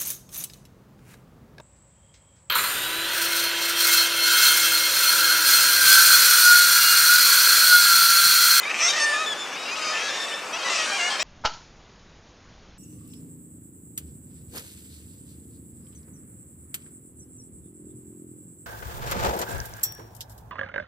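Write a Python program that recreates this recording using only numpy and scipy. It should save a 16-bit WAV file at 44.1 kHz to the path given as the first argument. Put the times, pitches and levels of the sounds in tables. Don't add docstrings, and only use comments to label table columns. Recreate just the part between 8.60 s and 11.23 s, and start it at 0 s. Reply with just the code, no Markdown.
import sys
import numpy as np
from scipy import signal
from scipy.io import wavfile
from scipy.ndimage import uniform_filter1d

SR = 44100
rng = np.random.default_rng(int(sys.argv[2]) if len(sys.argv) > 2 else 0)


def wav_record(signal):
    frames = np.transpose(np.atleast_2d(signal))
    bounded = np.clip(frames, -1, 1)
    quanta = np.round(bounded * 32767).astype(np.int16)
    wavfile.write(sys.argv[1], SR, quanta)


N = 115983
ATTACK_S, RELEASE_S = 0.0045, 0.007


def gain_of(db):
    return 10 ** (np.asarray(db) / 20)


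def evened(x):
    return x / np.sqrt(np.mean(x ** 2) + 1e-20)


def read(points, hz):
    f, value = np.transpose(points)
    return np.interp(np.log(hz + 1), np.log(f + 1), value)


def add(mix, start_s, sound, pan_db):
    part = mix[:, max(round(start_s * SR), 0):][:, :len(sound)]
    sides = gain_of([[pan_db / 2], [-pan_db / 2]])
    part += sides * sound[:part.shape[1]]


def drift(count, size):
    once = uniform_filter1d(rng.standard_normal(count), size)
    return evened(uniform_filter1d(once, size))


def swell(t, length):
    rise = t / ATTACK_S
    fall = (length + RELEASE_S - t) / (2 * RELEASE_S)
    return np.sin(np.pi / 2 * np.clip(np.minimum(rise, fall), 0, 1)) ** 2


def shaped(x, field_db):
    hz, t, z = signal.stft(x, SR, nperseg=512)
    weighted = z * gain_of(field_db(hz[:, None], t))
    return signal.istft(weighted, SR, nperseg=512)[1][:, :x.shape[1]]


def voice(length, pitch_hz, effort_db, harmonics_db, rasp_db):
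    wobble, shimmer_db = 0.0022, 0.65
    throat_hold = 0.9
    rasp_full_hz = 4000
    t = np.arange(0, length + RELEASE_S, 1 / SR)
    n = len(t)
    steps = np.linspace(0, length, len(pitch_hz))

    glide = uniform_filter1d(np.interp(t, steps, pitch_hz), size=400, mode="nearest")
    hz = glide * (1 + wobble * drift(n, size=250))
    turn = 2 * np.pi * np.cumsum(hz) / SR

    k = np.arange(1, len(harmonics_db) + 1)[:, None]
    throat_place = k * (hz / np.median(hz)) ** throat_hold
    colour = gain_of(np.interp(throat_place, k[:, 0], harmonics_db))
    rasp_depth = gain_of(rasp_db) * np.minimum(k * hz / rasp_full_hz, 1) ** .5
    rasp = 1 + rasp_depth * [drift(n, size=40) for _ in k]
    audible = k * hz < SR / 2
    stack = (colour * rasp * np.cos(k * turn + k ** 2) * audible).sum(axis=0)

    flutter = gain_of(shimmer_db * drift(n, size=300))
    effort = gain_of(np.interp(t, steps, effort_db))
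    return np.sqrt(2) * stack * flutter * effort * swell(t, length)


def near_calls():
    # t/s, length/s, left-right/dB, four of pitch f/Hz, four of effort level/dB
    calls = [(0, 0.062, -0.6, 1017, 1010, 1038, 1027, -37, -43.5, -40, -43),
             (0.029, 0.086, 3.5, 1213, 1234, 1276, 1300, -34, -50, -40, -54),
             (0.05, 0.038, -1.6, 1108, 1162, 1165, 1233, -25.5, -30.5, -27.5, -25.5),
             (0.093, 0.029, 0.9, 570, 615, 649, 648, -27, -26.5, -26, -25),
             (0.14, 0.064, 1.5, 597, 626, 612, 589, -32, -39.5, -37, -22),
             (0.14, 0.13, -2, 1213, 1200, 1173, 1246, -45, -28.5, -28, -31),
             (0.201, 0.087, 1, 576, 661, 691, 708, -26.5, -19.5, -20, -17),
             (0.279, 0.053, 6.5, 1240, 1242, 1247, 1228, -28, -28, -32.5, -30),
             (0.287, 0.031, -0.5, 799, 784, 777, 797, -21, -23.5, -20.5, -27),
             (0.33, 0.072, 0.4, 611, 609.5, 643, 602, -28, -29.5, -26, -27),
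             (0.356, 0.056, -1, 686, 649, 670, 647, -35, -28.5, -35, -42),
             (0.397, 0.06, 1.5, 883, 907, 899.4, 887, -23, -23.5, -21.5, -24.5),
             (0.401, 0.15, 1.4, 594, 579, 587, 605, -28, -34.5, -29.5, -29),
             (0.398, 0.17, 1, 1810, 1792, 1770, 1709, -21.5, -21.5, -21, -24.5),
             (0.53, 0.13, 1.5, 605.7, 611, 641.5, 615, -26.5, -28, -24.5, -32),
             (0.572, 0.076, 1, 1766, 1790, 1807, 1756, -53, -33, -33.5, -39),
             (0.659, 0.077, 3, 1750, 1750, 1725, 1660, -31, -30.5, -33.5, -26.5),
             (0.76, 0.14, 1.5, 1757, 1762, 1747, 1756, -45, -30, -39, -48),
             (0.925, 0.039, 3, 553, 575, 586, 586, -36, -36, -40, -40),
             (0.953, 0.033, 3, 407, 430, 462, 493, -43, -36, -40, -37),
             (0.961, 0.12, 4.5, 635, 640, 642, 647, -46, -43, -38.5, -43),
             (1.052, 0.061, 4, 689, 679, 703, 688, -33, -37.5, -34, -34),
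             (1.078, 0.078, 2.5, 558.4, 594, 631, 631, -32, -36, -32.5, -34),
             (1.105, 0.045, -4, 975, 1000, 1005, 980, -45, -40, -41, -43),
             (1.152, 0.055, 4, 538, 565, 596, 618, -39, -33.5, -39, -33),
             (1.165, 0.16, 2.5, 1299, 1245, 1235, 1257, -35, -32.5, -33.5, -27.5),
             (1.207, 0.13, 3, 616, 628, 618, 627, -36, -30.5, -31, -31),
             (1.231, 0.077, -1, 564, 572, 592, 593, -37, -38, -37, -34),
             (1.317, 0.082, 1.0, 1728, 1774, 1770, 1760, -36, -28, -28.5, -32),
             (1.331, 0.15, 2.5, 633, 625, 650.6, 650, -36, -37, -37, -40),
             (1.418, 0.091, 3.5, 558, 557, 559, 526, -34, -34, -30.5, -30),
             (1.486, 0.15, 2.5, 1756, 1784, 1816, 1755, -32, -37, -37.5, -37),
             (1.551, 0.11, 4, 1819, 1836, 1796, 1767, -45, -37.5, -33.5, -34),
             (1.682, 0.12, 3, 1874, 1781, 1810, 1821, -31, -35.5, -36, -38),
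             (1.706, 0.05, 5, 1410, 1484, 1606, 1720, -46, -29, -38, -51),
             (1.737, 0.044, 3, 578, 588, 600, 620, -29, -33, -53, -42),
             (1.923, 0.053, 2.5, 638, 648, 660, 728, -39, -31, -32.5, -31),
             (1.967, 0.073, 7, 1174, 1150, 1097, 1120, -47, -42, -46, -41),
             (1.981, 0.066, 3.5, 644, 631, 629, 653, -40, -40, -38, -35),
             (2.03, 0.1, 3, 553, 545, 527, 523, -32.5, -36, -35, -48),
             (2.044, 0.048, 2.9, 993, 990, 985, 960, -31, -28.5, -27, -26),
             (2.089, 0.18, 7, 610, 590.5, 585.3, 587, -35, -34, -36, -40),
             (2.095, 0.044, 0.5, 680, 687, 685, 660, -21.5, -25.5, -27, -21),
             (2.14, 0.066, 0, 656, 655, 643, 661, -29, -24, -33, -29),
             (2.162, 0.11, 1, 651, 635, 633, 629, -38, -23, -28.5, -37),
             (2.242, 0.13, 6, 582.4, 580, 572, 560, -43, -37, -37, -38),
             (2.249, 0.081, 1.3, 626, 620.4, 617, 610, -30, -39, -33.5, -35),
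             (2.314, 0.062, 0.5, 803, 790, 805, 790, -34.5, -29.5, -30, -27.5),
             (2.372, 0.12, 2, 772, 688, 714.5, 725.6, -35.5, -27, -28, -29),
             (2.5, 0.062, 2.5, 826, 814, 797, 780, -31.5, -31, -38, -29),
             (2.5, 0.11, 5, 522, 535, 533.5, 537, -35, -38, -44, -34),
             (2.592, 0.037, 4, 561, 620, 632, 666, -31, -27, -28, -22.5)]
    # level/dB of harmonics 1, 2, 3 ..
    harmonics = [(-9, 3.5, -2, -28, -28, -16, -33, -33, -32.5, -45, -44, -45),
                 (-7, 2, 2.5, -12, -24, -32, -31.5, -45, -36, -45),
                 (-11.5, -0.5, -28.5, -17, -25, -34, -36.5, -42, -45, -45, -45),
                 (-30, -13, -9.5, 2, -26, -19, -22, -22, -19, -19),
                 (-27, -6.5, -27, -13, -7, -21, -11, -32, -7, -15, -21, -13),
                 (-9.5, -4, -29.5, -21, -12, -30, -18, -38, -38, -31),
                 (-19.5, -14.5, -9.5, -16, -17.5, -21, -21, -4, -2.5, -23.5, -19, -20.5),
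                 (-34, -23, 3.5, -22, -11, -27, -30.5, -45, -25, -29),
                 (-19, -15, -6.5, -9.5, -19, -8, -6, -6, -11, -39, -23, -23),
                 (-27, -13, -2, -16, -11, -16, -14, -12, -6, -10, -21, -31),
                 (-12, -8, -3, -6, -26, -15, -21, -21, -14, -15, -31, -25.5),
                 (-19, -29, -23, -26, -10, -8, -7.5, -21.5, -15.5, -32, -48, -49),
                 (-12, -5, -19, -9, -23, -26, -28, -8, -26, -26, -16, -23),
                 (-2.5, -22, -26, -25, -19, -40, -42),
                 (-15, -4, -20, -5, -19, -9, -40, -19.5, -28, -20, -17, -31),
                 (0, -27, -10, -24, -15, -45, -45), (-5.5, 2.5, -12.5, -9.5, -20, -48, -31),
                 (-22, -2, -12, -10.5, -27, -45, -49),
                 (-26, -15, -8, -4.5, -12, -3, -27, -17, -10, -6.5, -9, -27),
                 (-25, -11, -21, -14, -3, 2, -16, -20, -25, -10, -10, -20),
                 (-24, -8, -24, -5, -26, -1.5, -14, -3.5, -8, -31, -28, -35),
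                 (-25, -11, -12, -1, -14, -16, -10, -17),
                 (-29, -15, -14, 1, -15, -27.5, -19, -4.5, -22, -16, -18, -31),
                 (-23, -15, -19, -22, -21, -1, -4, -24),
                 (-12, -7, -26, -12, -7, -13, -5, -11, -18, -4, -23, -18),
                 (-4, -15, -12, -13, -17, -31, -42, -47, -43, -47),
                 (-15, -17, -19, -12, -10, -17, -13, -4.5, -17, -10, -14, -35.5),
                 (-19, -7, -16, -5, -16, -16, -18, -15, -18, -4), (-3, -15.5, -17, -16, -41, -32, -43.5),
                 (-11.5, -7, -8, -0.5, -3.5, -14, -9, -8, -5, -10, -17, -33),
                 (-24, -35, -3, -27, -28, -10, -8, -10, -19, -13, -12, -21),
                 (-3.5, -4, -6.5, -13, -28, -38, -39), (-5, 0.5, -8, -18, -23, -23, -32),
                 (-5, -6, -11, -16, -19, -27.5, -36), (-15, -3.5, -20, -29, -26, -22, -41, -42),
                 (-6, -15, -5, -28, -25.5, -4, -20, -30, -2, -28, -30, -31),
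                 (-13, -8.5, -12, -1, -6, -13, -25, -15, -4.5, -39, -29, -23.5),
                 (-18, -7, -14, 0, -20, -18, -28, -32, -37, -42, -42),
                 (-15, -6, -19, -0.5, -2, -10, -5, -17, -8, -21.5, -23, -31),
                 (-6, -2, -10, -21, -9, -9, -5, -24, -9, -13, -16, -18),
                 (-13, -1.5, -9.5, -14, -14, -10, -18, -19, -24, -40, -39, -45),
                 (-16, -6, -8, -8, -3.5, -5, -10, -6, -21, -11.5, -21.5, -26),
                 (-18.5, -9.5, -8, -6.5, -19, -17, -16, -11, -13, -13.5, -17, -20.5),
                 (-17, -20.5, -13, -6, -15, -16, -21.5, -5.5, -9.5, -14, -14, -19),
                 (-14, -13, -9.5, -10, -10, -20, -19, -25, -13, -14, -20, -29),
                 (-11, -7, -7.5, -22, -21, -22, -5, -7, -17, -7, -16, -27),
                 (-9.5, -9, -7, -14, -5, -22, -21, -26, -25, -22, -26, -27),
                 (-7.5, -11, 0, -4.5, -24, -32.5, -8, -14.5, -26, -20, -20, -30.5),
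                 (-9, -10, -2, -1.5, -17, -22, -22, -9.5, -10, -17, -18, -22),
                 (-6.5, -26, -17, -2.5, -24, -7.5, -8, -27, -29, -13.5, -23, -32),
                 (-16, -0.5, -23, -5, -21, -4, -15, -2.5, -21, -29, -24, -28),
                 (-12, -26, -9.5, -5, -8.5, -10, -21, -9, -3, -35, -8.5, -12.5)]
    hoarseness = [-3, -12, -18, -3, -11, -3, -10.5, -10, -8, -6, -6, -10, -19, -24, -18, -20, -18, -10.5,
                  -14, -14, -20, -6, -17, -20, -17, -19, -20, -14, -19, -4, -7, -9, -8, -10, -18, -12, -10,
                  -14, -10, -5, -5, -6, -12, -9, -16, -12, -10, -22, -31, -1, -7, -10]
    near = np.zeros((2, N))
    for (start, length, pan_db, *shape), colour, rasp_db in zip(calls, harmonics, hoarseness):
        add(near, start, voice(length, shape[:4], shape[4:], colour, rasp_db), pan_db)
    return near


def cliff(x):
    # f/Hz, fall by 60 dB t/s
    decay_times = [(500, 0.6), (2000, 0.8), (6000, 0.34), (12000, 0.3)]
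    echo_wide = 0.28
    taps = np.zeros((2, SR))
    at = np.arange(500, SR - 20, 20) + rng.integers(0, 20, (2, (SR - 501) // 20))
    np.put_along_axis(taps, at, rng.choice([-1., 1.], at.shape), 1)

    hz, t, z = signal.stft(taps, SR, nperseg=256)
    decay = gain_of(-60 * t / read(decay_times, hz)[:, None])
    middle, side = signal.istft(z * decay, SR, nperseg=256)[1]
    tail = np.array([middle + echo_wide * side, middle - echo_wide * side])
    return signal.fftconvolve(x, tail / np.linalg.norm(tail[0]), axes=1)[:, :N]


def wash(colour, patch_db, swell_db):
    # f/Hz, likeness/1
    likeness = [(25, .97), (60, 0.93), (180, 1), (550, .95), (1650, 0.89), (4970, 0.72), (9000, 0.9),
                (11500, 0.95), (15000, 1)]
    # f/Hz, left-right level/dB
    side_lean = [(25, -.6), (60, -.2), (180, 0), (550, 1.5), (1650, 1.5), (4970, 2.5), (11500, -0.5),
                 (15000, 0)]
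    frames, hz = N // 256 + 5, np.fft.rfftfreq(1024, 1 / SR)
    a, b, c, d, patches = rng.standard_normal((frames, 513, 5)).T
    patches = uniform_filter1d(patches, size=10, axis=0)
    patches = evened(uniform_filter1d(patches, size=12, axis=1))

    same = np.clip(read(likeness, hz), -1, 1)[:, None]
    left = a + 1j * b
    right = same * left + np.sqrt(1 - same ** 2) * (c + 1j * d)
    z = np.array([left, right])

    z *= gain_of(read(colour, hz)[:, None] + patch_db * patches + swell_db * drift(frames, size=20))
    lean = read(side_lean, hz) / 2
    z *= gain_of([lean, -lean])[:, :, None]
    return evened(signal.istft(z, nperseg=1024, noverlap=768)[1][:, :N])


def crowd():
    # t/s, level/dB, brightness/(dB per octave above 2 kHz)
    course = [(0.0, -28, -1), (0.12, -30.5, -0.5), (0.37, -26.5, 1), (0.59, -29, 0), (0.738, -32, -0.5),
              (1.05, -36.5, 1), (1.3, -27, -1.5), (1.45, -29, -0.5), (1.59, -30, 1), (1.74, -34, 0.5),
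              (1.98, -32, 0), (2.23, -26.5, 1.5), (2.63, -27.5, -0.5)]
    # f/Hz, level/dB (density per Hz in the blur)
    distant_colour = [(290, -54), (500, -4), (1230, -1.5), (2050, -2), (2500, 0), (3670, -4.5),
                      (4050, -4.5), (6210, -6.5), (8860, -12.5), (13200, -37.5), (15000, -39)]
    calls, length_s, glide = 80, 0.12, 0.07
    low_hz, high_hz = 558.3, 950
    lines_db, fundamental_db, rasp_db = 4, -9.5, -18
    voices_db, blur_db, far_dry_db = -5, -7.5, 5.5

    far, k = np.zeros((2, N)), np.arange(1, 15)
    for bird, (at, high, bend, end, long, side) in enumerate(rng.random((calls, 6))):
        hz = low_hz * (high_hz / low_hz) ** (high ** 1.4)
        colour = read(distant_colour, k * hz) + lines_db * rng.standard_normal(len(k))
        colour += fundamental_db * (k == 1)
        pitch = hz * (1 + glide * np.array([-2 * bend, 0, end - .5]))
        start = (bird + at) / calls * N / SR
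        call = voice(length_s * (.5 + long), pitch, [-3, 0, -2], colour, rasp_db)
        add(far, start, call, 1.0 + 6 * (side - .5))

    voices = evened(gain_of(far_dry_db) * far + cliff(far))
    blur = gain_of(blur_db) * wash(distant_colour, patch_db=3.5, swell_db=0.5)
    s, db, bright = np.transpose(course)

    def course_db(hz, t):
        octaves = np.log2(np.maximum(hz / 2000, 1))
        return np.interp(t, s, db) + np.interp(t, s, bright) * octaves

    return shaped(gain_of(voices_db) * voices + blur, course_db)


def surf():
    # f/Hz, level/dB (density per Hz)
    surf_colour = [(15, -70), (25, -46), (112, -10.5), (515, 3), (1240, 3), (2020, -3), (2500, 0),
                   (4040, -20), (7090, -22.5), (13100, -29), (15000, -39)]
    return gain_of(-35.5) * wash(surf_colour, patch_db=0.67, swell_db=0.16)


def growl(length, rate, from_hz, to_hz, level_db):
    width_hz, jitter, spread_db = 540, 0.08, 2.5
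    t = np.arange(0, length + RELEASE_S, 1 / SR)
    turns = np.cumsum(rate * (1 + jitter * drift(len(t), size=200))) / SR
    pulses = np.diff(np.floor(turns), prepend=0)
    pulses = pulses * gain_of(spread_db * rng.standard_normal(len(t)))

    throat_hz = np.linspace(from_hz, to_hz, len(t))
    turn = np.exp(2j * np.pi * np.cumsum(throat_hz) / SR)
    r = np.exp(-np.pi * width_hz / SR)
    rung = (turn * signal.lfilter([1], [1, -2 * r, r * r], pulses / turn)).real
    return gain_of(level_db) * evened(rung) * swell(t, length)


def growls():
    # t/s, length/s, rate/(pulses per s), throat f/Hz at start, at end, level/dB, left-right/dB
    growl_list = [(.131, 0.045, 155, 2300, 2650, -30, 0), (.184, 0.061, 140, 2520, 2500, -30, 3),
                  (1.15, .105, 142, 2760, 2640, -36.5, 4.5), (1.348, 0.079, 182, 2650, 2330, -32, 3),
                  (2.042, 0.16, 80, 1170, 1260, -39, 0), (2.122, 0.13, 106, 2640, 2620, -35, 1),
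                  (2.495, .05, 150, 3130, 3170, -52, 2)]
    near = np.zeros((2, N))
    for start, *shape, pan_db in growl_list:
        add(near, start, growl(*shape), pan_db)
    return near


def thumps():
    # t/s, level/dB
    puffs = [(1.43, -50), (1.93, -59)]
    puff_hz, puff_s = 75.6, 0.041
    t = np.arange(N) / SR
    tone = np.sin(2 * np.pi * puff_hz * t)
    return sum(gain_of(db) * np.exp(-((t - s) / puff_s) ** 2) * tone for s, db in puffs)


def scene():
    near = near_calls() + growls()
    echo = gain_of(-14) * cliff(near)
    return near + echo + crowd() + surf() + thumps()


def record(dry):
    # f/Hz, level/dB
    tone_colour = [(20, -30), (120, -7.5), (200, -0.5), (9000, -0.5), (13000, 2), (14300, 4), (14900, -12),
                   (16000, -16)]
    edge_hz, margin = 15400, SR // 10
    padded = np.pad(dry, ((0, 0), (margin, margin)), "reflect")
    coloured = shaped(padded, lambda hz, t: read(tone_colour, hz))
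    lowpass = signal.firwin(511, edge_hz, window=("kaiser", 9), fs=SR)
    return signal.oaconvolve(coloured, lowpass[None], "same")[:, margin:][:, :N]


dry = scene()
out = record(dry)
wav_record(out)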